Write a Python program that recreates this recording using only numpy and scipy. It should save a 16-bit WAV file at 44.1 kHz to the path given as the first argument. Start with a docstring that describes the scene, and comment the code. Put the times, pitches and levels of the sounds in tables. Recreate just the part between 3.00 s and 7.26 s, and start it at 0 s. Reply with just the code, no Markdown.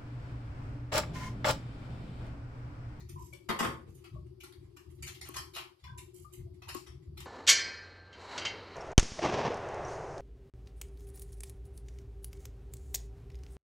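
"""In a bare, reverberant room, steel tweezers pick at small parts in a plastic phone frame on a wooden table.
Taps, scrapes and rubs are runs of tiny slips exciting small parts, plastic body and steel tips; shoves of
the frame shake the table. Short squeaks, creaks and ringing patches are narrow bands of noise; snaps are
a noise crack with decaying modes. Underneath, bumps of the hands start low rumble, fingers rub faintly, and
a motor hums with a quick throb made by neighbouring orders, over mains hum, moving air and a faint hiss."""
import sys
import numpy as np
from scipy import signal
from scipy.fft import rfft, irfft
from scipy.io import wavfile
from scipy.ndimage import uniform_filter1d

SR = 44100
rng = np.random.default_rng(int(sys.argv[2]) if len(sys.argv) > 2 else 0)


def wav_out(sig):
    """Save sig, one row per channel (or a flat mono array), as 16-bit PCM at SR to the path in sys.argv[1]."""
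    wavfile.write(sys.argv[1], SR, np.round(np.clip(np.atleast_2d(sig).T, -1, 1) * 32767).astype(np.int16))


N = 187777
TIME = np.arange(N) / SR   # seconds

# Contact levels are drives, before the gains set in contacts() and the response of the room.
# Light touches of the tips. Each row: start in seconds, ring drive in dB,
# plastic body relative to it in dB, sizzle of the steel relative to it in dB.
TAPS = [(0.087, -54, -11, -0.5), (0.326, -55, -10, -3), (1.038, -52.5, -8.5, -12),
        (1.399, -51.5, -21, -9.5), (1.433, -47, -11, -8), (1.52, -57, -12, -10), (1.762, -56, -5, -3.5),
        (2.0234, -41.5, -20, -5.5), (2.143, -50.5, -25, -9.5), (2.2096, -42, -11.5, -9.5),
        (2.837, -52, -9, -15), (2.975, -49, -18, -1.5), (3.618, -51, -5, -14.5), (4.1695, -46, -10.5, -11),
        (4.201, -47.5, -9.5, -5)]
# The tips or the frame dragging. Each row: start in seconds, ring drive in dB, body drive in dB,
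# sizzle drive in dB, length in seconds.
SCRAPES = [(0.0014, -58, -60.5, -68, 0.006), (0.4867, -33.5, -27, -45.5, 0.023),
           (0.588, -29.5, -26.5, -40.5, 0.013), (0.6235, -33, -28.5, -44, 0.028),
           (2.0607, -39.5, -55, -47, 0.025), (2.241, -50, -54, -55, 0.06),
           (2.336, -42.5, -55.5, -50.5, 0.018), (2.3575, -33, -44.5, -41.5, 0.022),
           (2.534, -39.5, -52, -48.5, 0.037), (2.560, -38.5, -40, -49.5, 0.022),
           (3.679, -37, -45, -48, 0.018), (3.72, -46.5, -59, -48, 0.062), (3.8616, -47, -58, -63, 0.017)]
# Fingers on smooth plastic. Each row: start in seconds, sizzle drive in dB, length in seconds.
RUBS = [(0.18, -55.5, 0.11), (0.875, -70, 0.071), (0.944, -63, 0.031), (1.9, -70, 0.018),
        (1.945, -72, 0.025), (3.132, -55, 0.085), (3.322, -52, 0.038)]
# The frame judders over the table. Each row: start in seconds, drive in dB, length in seconds.
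SHOVES = [(0.492, -38, 0.016), (0.593, -37, 0.084), (0.642, -40, 0.062), (0.872, -61.5, 0.027)]
# Short pitched squeaks, creaks and ringing patches. Each row: start in seconds, centre in Hz, level in dB,
# held length in seconds, left over right in dB.
SQUEAKS = [(0.159, 992, -50.5, 0.046, -2.5), (0.326, 2280, -57, 0.018, 17),
           (0.327, 559, -59.5, 0.0097, -14), (1.055, 1303, -64, 0.015, -7), (1.148, 1117, -60, 0.0064, 19),
           (1.158, 614, -60.5, 0.0063, -29), (1.404, 2287, -61.5, 0.006, 15), (2.358, 1080, -45, 0.0062, 8),
           (2.562, 686, -62, 0.018, -27), (2.831, 3465, -67, 0.076, 24), (2.841, 1002, -57, 0.14, 2.5),
           (2.877, 1550, -61, 0.051, -13), (3.246, 1192, -57.5, 0.0026, 22), (3.339, 2097, -75, 0.055, 2),
           (3.464, 655, -68, 0.012, -13), (3.674, 938, -53.5, 0.0044, -10)]
# A part snaps into its seat. Each row: start in seconds, relative crack level in dB,
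# impulse on the frame in dB, impulse on the table in dB.
SNAPS = [(0.4987, -29, -55, -68), (0.591, -27, -40, -68), (1.436, -31.5, -81, -62), (2.2888, -23, -44, -42),
         (3.748, -23.5, -33, -36.5)]
# Normal modes of the frame. Each row: frequency in Hz, gain in dB, t60 in seconds.
FRAME_MODES = [(1100, -5, 0.15), (1210, -19, 0.12)]
# Normal modes of the table under it. Each row: frequency in Hz, gain in dB, t60 in seconds.
TABLE_MODES = [(312, -4.5, 0.15), (356.5, 2, 0.11)]
# Colour of plastic and steel in contact. Each row: frequency in Hz, relative density in dB per Hz.
CONTACT_COLOUR = [(88, -35), (150, 10), (228, 25), (261, -11), (348, 12.5), (421, -33.5), (482, -16),
                  (606, -3), (1120, 12), (1610, 0.5), (2270, 2.5), (2850, 2.5), (3590, -1), (11500, -7.5),
                  (14500, -9.5)]
# Colour of the table top. Each row: frequency in Hz, relative density in dB per Hz.
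TABLE_COLOUR = [(150, 0), (195, -1), (232, 3.5), (265, -2.5), (340, 7), (420, -7.5), (485, -2.5),
                (600, -11), (700, -9)]
# Stereo balance over frequency. Each row: frequency in Hz, left over right in dB.
SIDES = [(200, 5), (360, 8), (520, -12.5), (800, -6), (1130, 6), (1400, -8), (2000, -2), (4500, 2),
         (7000, 1.5), (9000, -14.5), (13500, -25)]
# How each range dies in the room. Each entry names: low edge in Hz, high edge in Hz, t60 in seconds,
# direct sound relative to the onset of the reflections in dB.
THUD = dict(low_hz=153, high_hz=662, t60=0.46, direct_db=-3)
BODY = dict(low_hz=627, high_hz=2030, t60=0.34, direct_db=5.5)
RING = dict(low_hz=1810, high_hz=5960, t60=0.28, direct_db=-5)
SIZZLE = dict(low_hz=6020, high_hz=15000, t60=0.28, direct_db=7.5)
# A hand leans or bumps on the table. Each row: start in seconds, rumble level in dB.
BUMPS = [(0.0, -46.5), (0.115, -44.5), (0.474, -51.5), (0.639, -45), (0.855, -50.5), (1.112, -42),
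         (1.565, -51.5), (1.85, -50), (1.975, -47), (2.2, -53.5), (2.34, -50.5), (2.819, -51.5),
         (2.872, -47.5), (3.18, -53), (3.374, -43.5), (3.654, -52), (3.88, -48), (4.059, -46),
         (4.15, -50.5)]
# Colour of the rumble. Each row: frequency in Hz, relative density in dB per Hz.
RUMBLE_COLOUR = [(18, -92), (30, -84), (51, -12), (75, 4.5), (103, -5), (128, 0), (158, -9.5), (190, -21.5),
                 (238, -22.5), (260, -51), (340, -26), (570, -120)]
# Tones of the motor. Each row: multiple of the turning rate, mean level in dB before the hum's own level.
MOTOR_ORDERS = [(21, -64), (22, -60), (23, -67.5)]
# Colour of the air round the motor. Each row: frequency in Hz, relative density in dB per Hz.
AIR_COLOUR = [(180, -0.5), (250, -10.5), (300, 7.5), (360, 7.5), (410, 3.5), (480, -58), (600, -75.5)]
# The hum sinks away and comes back. Each row: deepest point in seconds, depth in dB,
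# half width in seconds where the dip has fallen to 1/e.
HUM_DIPS = [(2.84, 19, 0.12), (3.28, 18, 0.048), (3.67, 7.5, 0.055)]
# Colour of the hiss. Each row: frequency in Hz, relative density in dB per Hz.
HISS_COLOUR = [(260, -90), (450, 0.5), (585, -2.5), (1120, -4.5), (1590, -15), (4280, -13), (4670, -7.5),
               (6710, -25), (11800, -17.5), (14500, -30)]

TAP_LENGTH_S = 0.011
TAP_SWELL, SCRAPE_SWELL, RUB_SWELL = 0.22, 0.35, 0.12   # build-up time as a share of the length
RUB_RING_DB, RUB_BODY_DB = -9, -23.5   # relative to the sizzle
TABLE_LIKENESS = 0.74   # correlation: the table top reaches both sides nearly alike
BUMP_RISE_S, BUMP_HOLD_S, BUMP_FALL_DB_PER_S = 0.022, 0.03, 70
MOTOR_HZ, MAINS_HZ = 16.4, 120   # turns per second, hum frequency
HUM_DB = -0.04
CUTOFF_HZ = 14400


def tweezers():
    """Contact excitation: taps are equally short; scrapes build up over a larger share of their length."""
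    taps = []
    for s, db, body_db, sizzle_db in TAPS:
        taps.append((s, db, db + body_db, db + sizzle_db, TAP_LENGTH_S))
    tapping = contacts(taps, TAP_SWELL, ringing=0.58)
    scraping = contacts(SCRAPES, SCRAPE_SWELL, ringing=0.38)
    return tapping + scraping


def contacts(rows, swell, ringing, ring_gain_db=-10, body_gain_db=-6, sizzle_gain_db=-6,
             light_pan_db=8, firm_pan_db=3.0):
    """Forced vibration: each contact drives the small parts, the plastic body and the steel tips."""
    body, parts, tips = np.zeros(N), np.zeros((2, N)), np.zeros(N)
    for s, ring_db, body_db, sizzle_db, length in rows:
        force = slips(length, swell)
        # a light touch rings more and lies to the left; a firm one is damped and nearer the middle
        firmness = np.clip((ring_db + 55) / 25, 0, 1)
        rung = small_part(force, ringing * (1 - 0.24 * firmness))
        pan_db = light_pan_db + firmness * (firm_pan_db - light_pan_db)
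        add(parts, s, from_db(ring_db + ring_gain_db) * panned(pan_db) * rung)
        add(body, s, from_db(body_db + body_gain_db) * force)
        add(tips, s, from_db(sizzle_db + sizzle_gain_db) * rung)
    body_sound = in_room(body, CONTACT_COLOUR, **BODY)
    parts_sound = in_room(parts, CONTACT_COLOUR, sides=None, **RING)   # already panned
    tips_sound = in_room(tips, CONTACT_COLOUR, **SIZZLE)
    return body_sound + parts_sound + tips_sound


def slips(length, swell, per_s=2200, spread_db=1.0, catch_db=5.5, size=8192):
    """Stick-slip friction: a run of tiny slips, in uneven clumps, builds up and fades; energy 1."""
    t, length = np.arange(size) / SR, max(length, 1e-3)
    signs = rng.choice([-1, 1], size)
    sizes = from_db(spread_db * np.clip(rng.standard_normal(size), -2, 2)) * signs
    clumps = from_db(catch_db * drift(222.0, size))
    grains = (rng.random(size) < per_s / SR) * sizes * clumps
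    grains[1] = 1   # at least one slip
    build_up = 1 - np.exp(-t / (swell * length))
    grains = grains * np.exp(-(t / length) ** 2) * build_up
    return grains / np.linalg.norm(grains)


def small_part(force, share, t60=0.0055, count=17):
    """Modal resonance: every touch meets another spot with its own short modes across the treble."""
    t, share = np.arange(2048) / SR, np.clip(share, 0, 1)
    hz = np.geomspace(1900, 13500, count) * from_db(rng.uniform(-0.49, 0.46, count))
    gains = np.sqrt(hz) * rng.choice([-1, 1], count)
    modes = gains @ np.sin(2 * np.pi * np.outer(hz, t)) * np.exp(-np.log(1000) * t / t60)
    rung = signal.fftconvolve(force, modes)[:len(force)]
    rung = rung / np.linalg.norm(rung)
    return np.sqrt(1 - share) * force + np.sqrt(share) * rung


def in_room(force, colour, low_hz, high_hz, t60, direct_db, sides=SIDES, alike=0.021, size=32768):
    """Reverberation: the force meets a brief direct response, then dense reflections dying exponentially."""
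    t = np.arange(size) / SR
    reflections = np.exp(-np.log(1000) * t / t60)
    direct = from_db(direct_db) * np.exp(-t / 0.0021)
    response = noise(colour, size, alike, sides, low_hz, high_hz) * (reflections + direct)
    response = rms_one(response) * np.sqrt(0.07 * SR / size)   # the same energy for any decay
    return signal.fftconvolve(force * np.ones((2, 1)), response, axes=1)[:, :N]


def snaps(crack_s=0.002, thump_delay=0.0043, room_db=-20, size=1024):
    """Impulse response: a dry crack, the frame's ring, then the table's thump, with a little room."""
    crack, frame, table = np.zeros((2, N)), np.zeros(N), np.zeros(N)
    crack_colour = [(1000, 6.5), (5000, 9.2), (12000, 30.0)]   # (Hz, relative dB per Hz)
    for s, crack_db, frame_db, thump_db in SNAPS:
        fade = np.exp(-np.arange(size) / SR / crack_s)
        burst = noise(crack_colour, size, 1.0, SIDES, low_hz=894) * fade
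        add(crack, s, from_db(crack_db - 13.5) * burst)
        add(frame, s, from_db([frame_db]))
        add(table, s + thump_delay, from_db([thump_db]))
    room = in_room(frame, CONTACT_COLOUR, low_hz=248, high_hz=1500, t60=0.23, direct_db=-6.0)
    ringing = ring(frame, FRAME_MODES) + ring(table, TABLE_MODES)
    return crack + from_db(room_db) * room + panned(30.0) * ringing   # modes far left


def ring(clicks, modes):
    """Damped free vibration: each click sets every mode ringing."""
    out = 0
    for hz, db, t60 in modes:
        radius, w = from_db(-60 / (t60 * SR)), 2 * np.pi * hz / SR   # decay and phase per sample
        feedback = [1, -2 * radius * np.cos(w), radius * radius]
        out = out + from_db(db) * signal.lfilter([0, np.sin(w)], feedback, clicks + 1e-18)
    return out


def squeaks(t60=0.28, width_hz=30, rise_s=0.00067, size=22050):
    """Band-pass filtering: narrow noise at one pitch, held briefly, then dying away exponentially."""
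    out, t = np.zeros((2, N)), np.arange(size) / SR
    for s, hz, db, length, pan_db in SQUEAKS:
        dying = np.exp(-np.log(1000) * np.maximum(t - length, 0) / t60)
        shape = (1 - np.exp(-t / rise_s)) * dying
        half_width = width_hz * np.sqrt(hz / 1000)   # width_hz holds at 1 kHz
        band = signal.butter(2, [hz - half_width, hz + half_width], "band", fs=SR, output="sos")
        tone = signal.sosfilt(band, rng.standard_normal((2, 2 * size)))[:, size:]   # settled half
        add(out, s, from_db(db) * panned(pan_db) * shape * rms_one(tone))
    return out


def shoves():
    """Structure-borne sound: the slips of the sliding frame shake the table top."""
    force = np.zeros(N)
    for s, db, length in SHOVES:
        add(force, s, from_db(db) * slips(length, swell=0.034))
    return in_room(force, TABLE_COLOUR, alike=TABLE_LIKENESS, **THUD)


def rubs():
    """Soft friction: skin on plastic is mostly sizzle and barely stirs the parts and the body."""
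    rows = [(s, db + RUB_RING_DB, db + RUB_BODY_DB, db, length) for s, db, length in RUBS]
    return contacts(rows, RUB_SWELL, ringing=0.63)


def fidgets(level_db=-78, spread_db=-4.5, count=48):
    """Scattered friction: fingers shift their grip in faint, soft rubs, each with its own ring."""
    force = np.zeros(N)
    for k, (when, softness) in enumerate(rng.uniform(0, 1, (count, 2))):
        rub = small_part(slips(0.025, swell=0.6), 0.95)
        s = (k + when) / count * N / SR   # one at random in each equal slot
        add(force, s, from_db(level_db + spread_db * (2 * softness - 0.5)) * rub)
    return in_room(force, CONTACT_COLOUR, low_hz=800, high_hz=12000, t60=0.25, direct_db=-10)


def hands():
    """Addition of powers: each bump starts a low rumble that rises, holds and dies at a steady rate."""
    rumble = noise(RUMBLE_COLOUR, alike=0.98, low_hz=42.5)
    local_power = uniform_filter1d(np.mean(rumble ** 2, axis=0), size=4000)
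    rumble = rumble / np.sqrt(local_power)   # evens out its own swells
    power = 0
    for s, db in BUMPS:
        rise = np.clip((TIME - s) / BUMP_RISE_S, 0, 1)
        fall_db = BUMP_FALL_DB_PER_S * np.maximum(TIME - s - BUMP_RISE_S - BUMP_HOLD_S, 0)
        power = power + (rise * from_db(db - fall_db)) ** 2
    return panned(2.9) * rumble * np.sqrt(power)


def hum():
    """Beats: neighbouring motor orders throb once a turn, over mains hum and moving air."""
    turns = MOTOR_HZ * (TIME - 0.045) + 0.0095 * drift(1.9)   # slightly unsteady rotation
    motor = 0
    for order, db in MOTOR_ORDERS:
        level = from_db(db + 3.07 * drift(5.1))
        motor = motor + level * np.sqrt(2) * np.cos(2 * np.pi * order * turns)
    mains = from_db(-68.0) * np.sqrt(2) * np.sin(2 * np.pi * MAINS_HZ * TIME)
    air = from_db(-64) * noise(AIR_COLOUR, alike=0.61)
    dip_db = sum(depth_db * np.exp(-((TIME - s) / width) ** 2) for s, depth_db, width in HUM_DIPS)
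    return from_db(HUM_DB - dip_db) * (panned(33.0) * motor + panned(13.8) * air + panned(3.5) * mains)


def hiss():
    """Stationary random noise: a faint, wide hiss."""
    return from_db(-78.0) * noise(HISS_COLOUR, alike=0.045, low_hz=370) * panned(0.58)


def noise(spectrum, size=N, alike=0.0, sides=None, low_hz=20, high_hz=16000):
    """Spectral shaping: stereo noise of a given colour, left-right correlation and balance; rms 1."""
    hz, alike = np.arange(size // 2 + 1) * SR / size, np.clip(alike, -1, 1)
    mid, side = rfft(rng.standard_normal((2, size)))
    both = np.sqrt(1 + alike) * mid + np.sqrt(1 - alike) * side * [[1], [-1]]
    edges = 1 / np.sqrt((1 + (low_hz / (hz + 1)) ** 16) * (1 + (hz / high_hz) ** 16))
    balance = 1 if sides is None else panned(at_hz(sides, hz))
    return rms_one(irfft(both * edges * balance * from_db(at_hz(spectrum, hz)), size))


def drift(rate, size=N):
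    """Random modulation: normal random values, rate of them per second, joined by straight lines."""
    return np.interp(np.arange(size) / SR * rate, np.arange(4096), rng.standard_normal(4096))


def at_hz(points, hz):
    """Logarithmic frequency scale: read a table in dB between its points."""
    f, value = np.transpose(points)
    return np.interp(np.log(hz + 1), np.log(f), value)


def panned(pan_db):
    """Constant power: left and right gains for a left-over-right level in dB."""
    return np.sqrt(2 / (1 + from_db(np.outer([-2, 2], pan_db))))


def from_db(db):
    """Logarithmic level: decibels to amplitude gain."""
    return 10 ** (np.asarray(db) / 20)


def rms_one(x):
    """Mean-square normalisation: scale to rms 1."""
    return x / np.sqrt(np.mean(x ** 2) + 1e-20)


def add(track, s, sound):
    """Superposition: mix a sound into a track at a time in seconds."""
    start = int(np.clip(s * SR, 0, N - 1))
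    track[..., start:start + sound.shape[-1]] += sound[..., :N - start]


def scene():
    """Superposition of the handwork, the hum and a faint hiss."""
    handwork = tweezers() + snaps() + squeaks() + shoves() + rubs() + fidgets() + hands()
    return handwork + hum() + hiss()


def record(dry):
    """Low-pass filtering: the top is cut steeply."""
    return signal.sosfilt(signal.ellip(10, 0.2, 70, CUTOFF_HZ, fs=SR, output="sos"), dry)


dry = scene()
out = record(dry)
wav_out(out)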